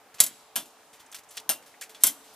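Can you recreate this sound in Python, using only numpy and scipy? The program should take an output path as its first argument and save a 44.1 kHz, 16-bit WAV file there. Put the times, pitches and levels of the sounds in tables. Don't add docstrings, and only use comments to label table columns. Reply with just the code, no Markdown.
import sys
import numpy as np
from scipy import signal
from scipy.fft import rfft, irfft
from scipy.io import wavfile
from scipy.ndimage import uniform_filter1d

SR = 44100
rng = np.random.default_rng(int(sys.argv[2]) if len(sys.argv) > 2 else 0)


def unload_wav(signal):
    wavfile.write(
        sys.argv[1],
        SR,
        np.round(np.clip(np.atleast_2d(signal).T, -1, 1) * 32767).astype(np.int16),
    )


N = 103635

# f/Hz, level/dB
TRAFFIC_MID = [(18, -37.5), (30, -28.5), (221, -15.5), (287, -9.5), (404, -15), (437, -4), (473, -11.5),
               (760, -5), (1910, -15), (14800, -29), (16000, -40.5)]
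TRAFFIC_SIDE = [(60, -33.5), (110, -18), (200, -22), (380, -15), (700, -15.5), (1290, -11.5), (2380, -8.5),
                (4400, -5.5), (8120, 2), (15000, 1)]
# f/Hz, rms level/dB
FAN_PARTIALS = [(439, -72), (586, -74.5), (733, -77.5)]
# f/Hz, level/dB
MIC_BALANCE = [(200, -1), (2400, 0.5), (4800, 0), (8000, -4), (12000, 6.5), (15000, 5.5)]
# f/Hz, phase/rad
MIC_PHASE = [(3500, 0.046), (5500, 0.59), (8000, 0.77), (12000, 0.86), (16000, 1)]
# t/s, peak level/dB, centre f/Hz,
# width/octaves, rise/ms, t60/s
SLOT_SCUFFS = [(0.142, -37.5, 4830, 6.2, 0.59, 0.16), (0.182, -33.5, 1960, 1.7, 6.6, 0.53),
               (.655, -42, 7850, 1.4, 1.1, 0.25), (.7, -50.5, 7060, 0.61, 4.4, 0.15),
               (0.928, -40, 2470, 5.6, 7.1, 0.18), (0.994, -39.5, 3970, 5.6, 4.6, 0.12),
               (1.062, -46.5, 7500, 0.26, 1.4, 0.038), (1.115, -39.5, 8000, 0.46, 3, 0.038),
               (1.125, -32.5, 6000, 3.5, 0.99, 0.041), (1.145, -26.5, 6000, 2.06, 0.17, 0.082),
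               (1.151, -40, 10000, 1.9, 0.17, 0.023), (1.1613, -33.5, 7860, 3.6, 0.66, 0.13),
               (1.185, -37.5, 5730, 5.2, 0.8, 0.072), (1.233, -46, 6500, 0.69, 5, 0.059),
               (1.2877, -42.5, 7900, 0.34, 3.2, 0.067), (1.306, -38, 9300, 2, 1.2, 0.21),
               (1.335, -39, 9250, 3.2, 24, 0.26), (1.3648, -41, 7000, 1.6, 0.86, 0.028),
               (1.3693, -26.5, 8050, 3.6, 0.89, 0.047), (1.3746, -23, 3700, 0.92, 0.38, 0.081),
               (1.3991, -33.5, 4300, 4.3, 0.52, 0.036), (1.66, -43, 5970, 2.4, 3.1, 0.22),
               (1.739, -46, 2020, 0.27, 3.8, 0.056), (1.623, -42.5, 4000, 2, 1, 0.13),
               (1.8113, -25.5, 7100, 1.22, .4, 0.14), (1.816, -33.5, 2040, 0.48, 0.32, 0.13),
               (1.8936, -37.5, 6160, 4.5, 1.2, 0.17), (1.942, -45, 5800, 2.4, 2.4, 0.033),
               (1.9467, -37, 2530, 1.8, 0.31, 0.18), (2.0, -33, 9000, 2.3, 37, .4),
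               (2.2393, -45, 7000, 1.5, 1.7, 0.71), (2.335, -42.5, 12100, 0.5, 2.3, 0.12)]
# t/s, peak level/dB, t60/s
HINGE_CLINKS = [(1.0002, -53, 0.067), (1.126, -46, 0.11), (1.146, -48, 0.085), (1.3755, -41.5, 0.099),
                (1.948, -46, 0.085), (.933, -60.5, 0.039)]
# f/Hz, first box level/dB, second box level/dB, t60/s
LOW_BOX_MODES = [(234, -8, -2.5, 0.12), (282, -14.5, -15, 0.52), (636.7, 3, 1, 0.08),
                 (1030, -5.5, 3.5, 0.063), (1527, 2, 3, 0.07), (2065, 5.5, 7, 0.071), (140, -8, -12, .05)]
HIGH_BOX_MODES = [(217, -3.5, -2, 0.062), (281, -6, -12, 0.31), (640, 0, 5.5, 0.1), (806, -22, 2, 0.068),
                  (990, 6, -22, 0.098), (1343, 1, 4.5, 0.094), (1623, 8, 6.5, 0.053)]
# f/Hz, first flap level/dB, second flap level/dB, t60/s
LOW_FLAP_MODES = [(3170, -6.5, -4.5, 0.16), (3402, -8, -9.5, 0.13), (3903, -4.5, -13, 0.11),
                  (4680, -6.5, -24, 0.11), (5190, -7.5, -14, .1), (5930, -10.5, -2.5, 0.13),
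                  (6765, 5.5, -10, 0.076), (7360, 4, 1, 0.12), (7923, 6.5, 2.5, 0.09),
                  (9030, -4, 6.5, 0.083), (10595, 14, 11, 0.033), (11420, 6, -0.5, .1),
                  (12490, 4.5, 10, 0.037)]
HIGH_FLAP_MODES = [(2774, -12, -7.5, 0.26), (3090, -2, -4, 0.14), (3440, 2, -7, 0.15),
                   (3830, -14, -2.5, 0.08), (5050, -19, -1.5, 0.033), (5730, -6, 5, 0.033),
                   (6720, -1, -5.5, 0.071), (8820, 5, 8.5, 0.1), (10450, 0, 6, 0.069), (12380, 4, 9, 0.039),
                   (11850, 2.5, 5, 0.06)]
# f/Hz, relative level/dB
LOW_FLAP_WASH = [(59, -55), (100, -19.5), (239, -21.5), (461, -21), (621, -14), (1310, -12.5), (1580, -15),
                 (5650, -6.5), (10700, -1.5), (14700, -6.5), (16000, -31.5)]
HIGH_FLAP_WASH = [(59, -71), (100, -44), (260, -6), (442, -12.5), (648, -3), (1170, -7.5), (3250, -8),
                  (4020, -6), (11900, -2), (15000, -10), (16000, -30)]
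# t/s, peak level/dB, thud trim/dB, tail trim/dB, chatter/ms, wash t60/s
LOW_FLAP_BLOWS = [(.2024, 3.5, -34, -27.5, 1.8, 0.064), (.2048, -2.5, -36, -12, 1.2, .12),
                  (.2083, -4, -34.5, -17, 3.5, 0.076), (.2277, -20, -32.5, -24, .5, .1),
                  (.2374, -12.5, -42.5, -13, 5, .12), (.2415, -8, -37.5, -9, 4, 0.13),
                  (.264, -19, -28, -4, 3, .1), (.274, -37, -30, -11, 3, 0.071),
                  (2.0362, 3.5, -36, -20, 1.35, .14), (2.0386, -1, -32, -16, 3.5, 0.16),
                  (2.0617, -19, -41, -7, 1, 0.14), (2.0682, -9, -36, -13.5, 2, 0.11),
                  (2.07, -15, -36, -15, 1, 0.083), (2.0725, -12, -31, -6, 4, 0.15),
                  (2.087, -22, -22.5, -8, 3, 0.064)]
HIGH_FLAP_BLOWS = [(.5572, -15.5, -19, -11, 6.1, 0.07), (.5608, -13, -25.5, -9, 1.7, 0.15),
                   (.5704, -22, -18, -2, 3.2, 0.21), (.594, -40, -4.5, 2.5, 3, 0.081),
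                   (1.4921, -8, -28.5, -9.5, 2.9, 0.075), (1.4975, -11.5, -29, -5, 4.6, 0.16),
                   (1.5104, -20.5, -22, 3, 1.4, .1), (1.5184, -20, -27, -3, 12, 0.077),
                   (1.532, -30.5, -22, -15, 3, 0.053)]

TRAFFIC_DB, SWELL_DB, FLICKER_DB = -57, 0.96, 1.84
HALL_DB, HALL_T60_S, HALL_DULL_HZ = -23.5, 0.93, 6960
SCATTER_DB, SCATTER_MS, SCATTER_TOP_HZ = -30.5, 3.6, 1500
RING_DB, WASH_DB, BOX_DB = 1.5, 4.5, 3
SECOND_FLAPS_AFTER_S = 1


def undb(db):
    return 10 ** (np.asarray(db) / 20)


def curve(table, hz):
    table = np.array(table, float)
    return np.interp(np.log(np.maximum(hz, 1)), np.log(table[:, 0]), table[:, 1])


def colour(x, gain):
    return irfft(rfft(x) * gain(np.arange(len(x) // 2 + 1) * SR / len(x)), len(x))


def fade(t, t60):
    return np.exp(-np.log(1000) * t / t60)


def rise(t, seconds):
    return 1 - np.exp(-t / seconds)


def unit_rms(x):
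    return x / np.sqrt(np.mean(x ** 2))


def place(out, start_s, peak_db, x):
    i = int(start_s * SR)
    x = x[:N - i] * undb(peak_db) / np.max(np.abs(x))
    out[i:i + len(x)] += x


def drift(rate_hz):
    hold = int(SR / rate_hz)
    steps = np.repeat(rng.standard_normal(N // hold + 1), hold)
    smooth = uniform_filter1d(uniform_filter1d(steps, hold), hold)[:N]
    return unit_rms(smooth - smooth.mean())


def ring(modes, t, flutter_hz, cluster_gain=1.36):
    out = 0
    for hz, db, t60 in modes:
        cluster = colour(rng.standard_normal(len(t)), lambda f: 1 / (1 + ((f - hz) / flutter_hz) ** 2))
        tone = np.sqrt(2) * np.sin(2 * np.pi * (hz * t + rng.random()))
        out = out + undb(db) * fade(t, t60) * (tone + cluster_gain * unit_rms(cluster))
    return out


def traffic():
    mid = colour(rng.standard_normal(N), lambda hz: undb(curve(TRAFFIC_MID, hz)))
    side = colour(rng.standard_normal(N),
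                  lambda hz: undb(curve(TRAFFIC_MID, hz) + curve(TRAFFIC_SIDE, hz)))
    out, swell = 0, drift(rate_hz=1.93)
    for centre_hz in 2 ** np.arange(5, 15):
        octave = lambda hz: np.maximum(1 - np.abs(np.log2((hz + 1) / centre_hz)), 0)
        band = np.array([colour(mid + side, octave), colour(mid - side, octave)])
        out = out + undb(SWELL_DB * swell + FLICKER_DB * drift(rate_hz=9.6)) * band
    return undb(TRAFFIC_DB) * out / np.std(out.mean(axis=0))


def fan_hum(waver_db=0.73):
    t = np.arange(N) / SR
    return sum(np.sqrt(2) * undb(db + waver_db * drift(rate_hz=18)) * np.sin(2 * np.pi * hz * t)
               for hz, db in FAN_PARTIALS)


def hall(x):
    t = np.arange(SR) / SR
    mid, side = rng.standard_normal((2, SR)) * fade(t, HALL_T60_S) * rise(t, 0.011)
    tails = np.array([mid + 0.81 * side, mid - 0.57 * side])
    tails /= np.linalg.norm(tails[0])
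    dull = colour(x, lambda hz: 1 / (1 + (hz / HALL_DULL_HZ) ** 2))
    return undb(HALL_DB) * signal.fftconvolve(dull[None], tails, axes=1)[:, :N]


def microphone(x, lead_scale):
    left = lambda hz: undb(curve(MIC_BALANCE, hz) / 2) * np.exp(.5j * lead_scale * curve(MIC_PHASE, hz))
    right = lambda hz: 1 / left(hz)
    t = np.arange(1000) / SR
    scatter = rng.standard_normal(len(t)) * np.exp(-t * 1000 / SCATTER_MS)
    lows = colour(x, lambda hz: 1 / (1 + (hz / SCATTER_TOP_HZ) ** 2))
    side = undb(SCATTER_DB) * signal.fftconvolve(lows, scatter / np.linalg.norm(scatter))[:N]
    return np.array([colour(x, left) + side, colour(x, right) - side])


def card_scuffs(dull_hz=14230):
    out, t = np.zeros(N), np.arange(SR // 4) / SR
    for start_s, db, centre_hz, octaves, rise_ms, t60 in SLOT_SCUFFS:
        noise, roughness = rng.standard_normal((2, len(t)))
        grains = noise * undb(11.75 * uniform_filter1d(roughness, size=16))
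        band = lambda hz: np.exp(-(np.log2((hz + 1) / centre_hz) / max(octaves, .3)) ** 2 / 2)
        brush = colour(grains, lambda hz: band(hz) / (1 + (hz / dull_hz) ** 6))
        place(out, start_s, db, brush * rise(t, rise_ms / 1000) * fade(t, t60))
    return out


def hinge_clinks(hz=3420):
    out, t = np.zeros(N), np.arange(1 << 13) / SR
    for start_s, db, t60 in HINGE_CLINKS:
        place(out, start_s, db, ring([(hz, 0, t60)], t, flutter_hz=150) * rise(t, 0.00058))
    return out


def struck(modes, start_s):
    return [(hz, second_db if start_s > SECOND_FLAPS_AFTER_S else first_db, t60)
            for hz, first_db, second_db, t60 in modes]


def box_thud(modes, t, jitter, vary_db=1.04):
    varied = [(hz, db + vary_db * nudge, t60) for (hz, db, t60), nudge in zip(modes, jitter)]
    return ring(varied, t, flutter_hz=73, cluster_gain=1.8) * rise(t, 0.0043)


def flaps(blows, flap_modes, wash_spectrum, box_modes, thin_below_hz=1890):
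    out, t = np.zeros(N), np.arange(1 << 14) / SR
    plate = lambda x: unit_rms(colour(x, lambda hz: undb(curve(wash_spectrum, hz))))
    for start_s, db, thud_db, tail_db, chatter_ms, wash_t60 in blows:
        noise, jitter, wash_noise = rng.standard_normal((3, len(t)))
        ringing = ring(struck(flap_modes, start_s), t, flutter_hz=188)
        ringing /= np.std(ringing[:400])
        spikes = noise * undb(8.8 * np.abs(jitter))
        contacts = colour(spikes, lambda hz: hz / np.hypot(hz, thin_below_hz))
        chatter = (plate(contacts) + 0.76 * ringing) * np.exp(-t * 1000 / chatter_ms)
        wash = plate(wash_noise) * fade(t, wash_t60)
        tail = undb(RING_DB) * ringing + undb(WASH_DB) * wash
        place(out, start_s, db, (chatter + undb(tail_db) * tail) * rise(t, 0.00016))
        thud = box_thud(struck(box_modes, start_s), t, jitter)
        place(out, start_s, db + thud_db + BOX_DB, thud)
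    return out


def scene():
    low = flaps(LOW_FLAP_BLOWS, LOW_FLAP_MODES, LOW_FLAP_WASH, LOW_BOX_MODES)
    handling = card_scuffs() + hinge_clinks()
    high = flaps(HIGH_FLAP_BLOWS, HIGH_FLAP_MODES, HIGH_FLAP_WASH, HIGH_BOX_MODES)
    near = microphone(low + handling, lead_scale=1) + microphone(high, lead_scale=1.76)
    return near + hall(low + high + handling) + traffic() + fan_hum()


def record(dry, top_hz=15400):
    lowpass = signal.ellip(10, .2, 70, top_hz, fs=SR, output="sos")
    return signal.sosfilt(lowpass, np.clip(dry, -.95, .95))


dry = scene()
out = record(dry)
unload_wav(out)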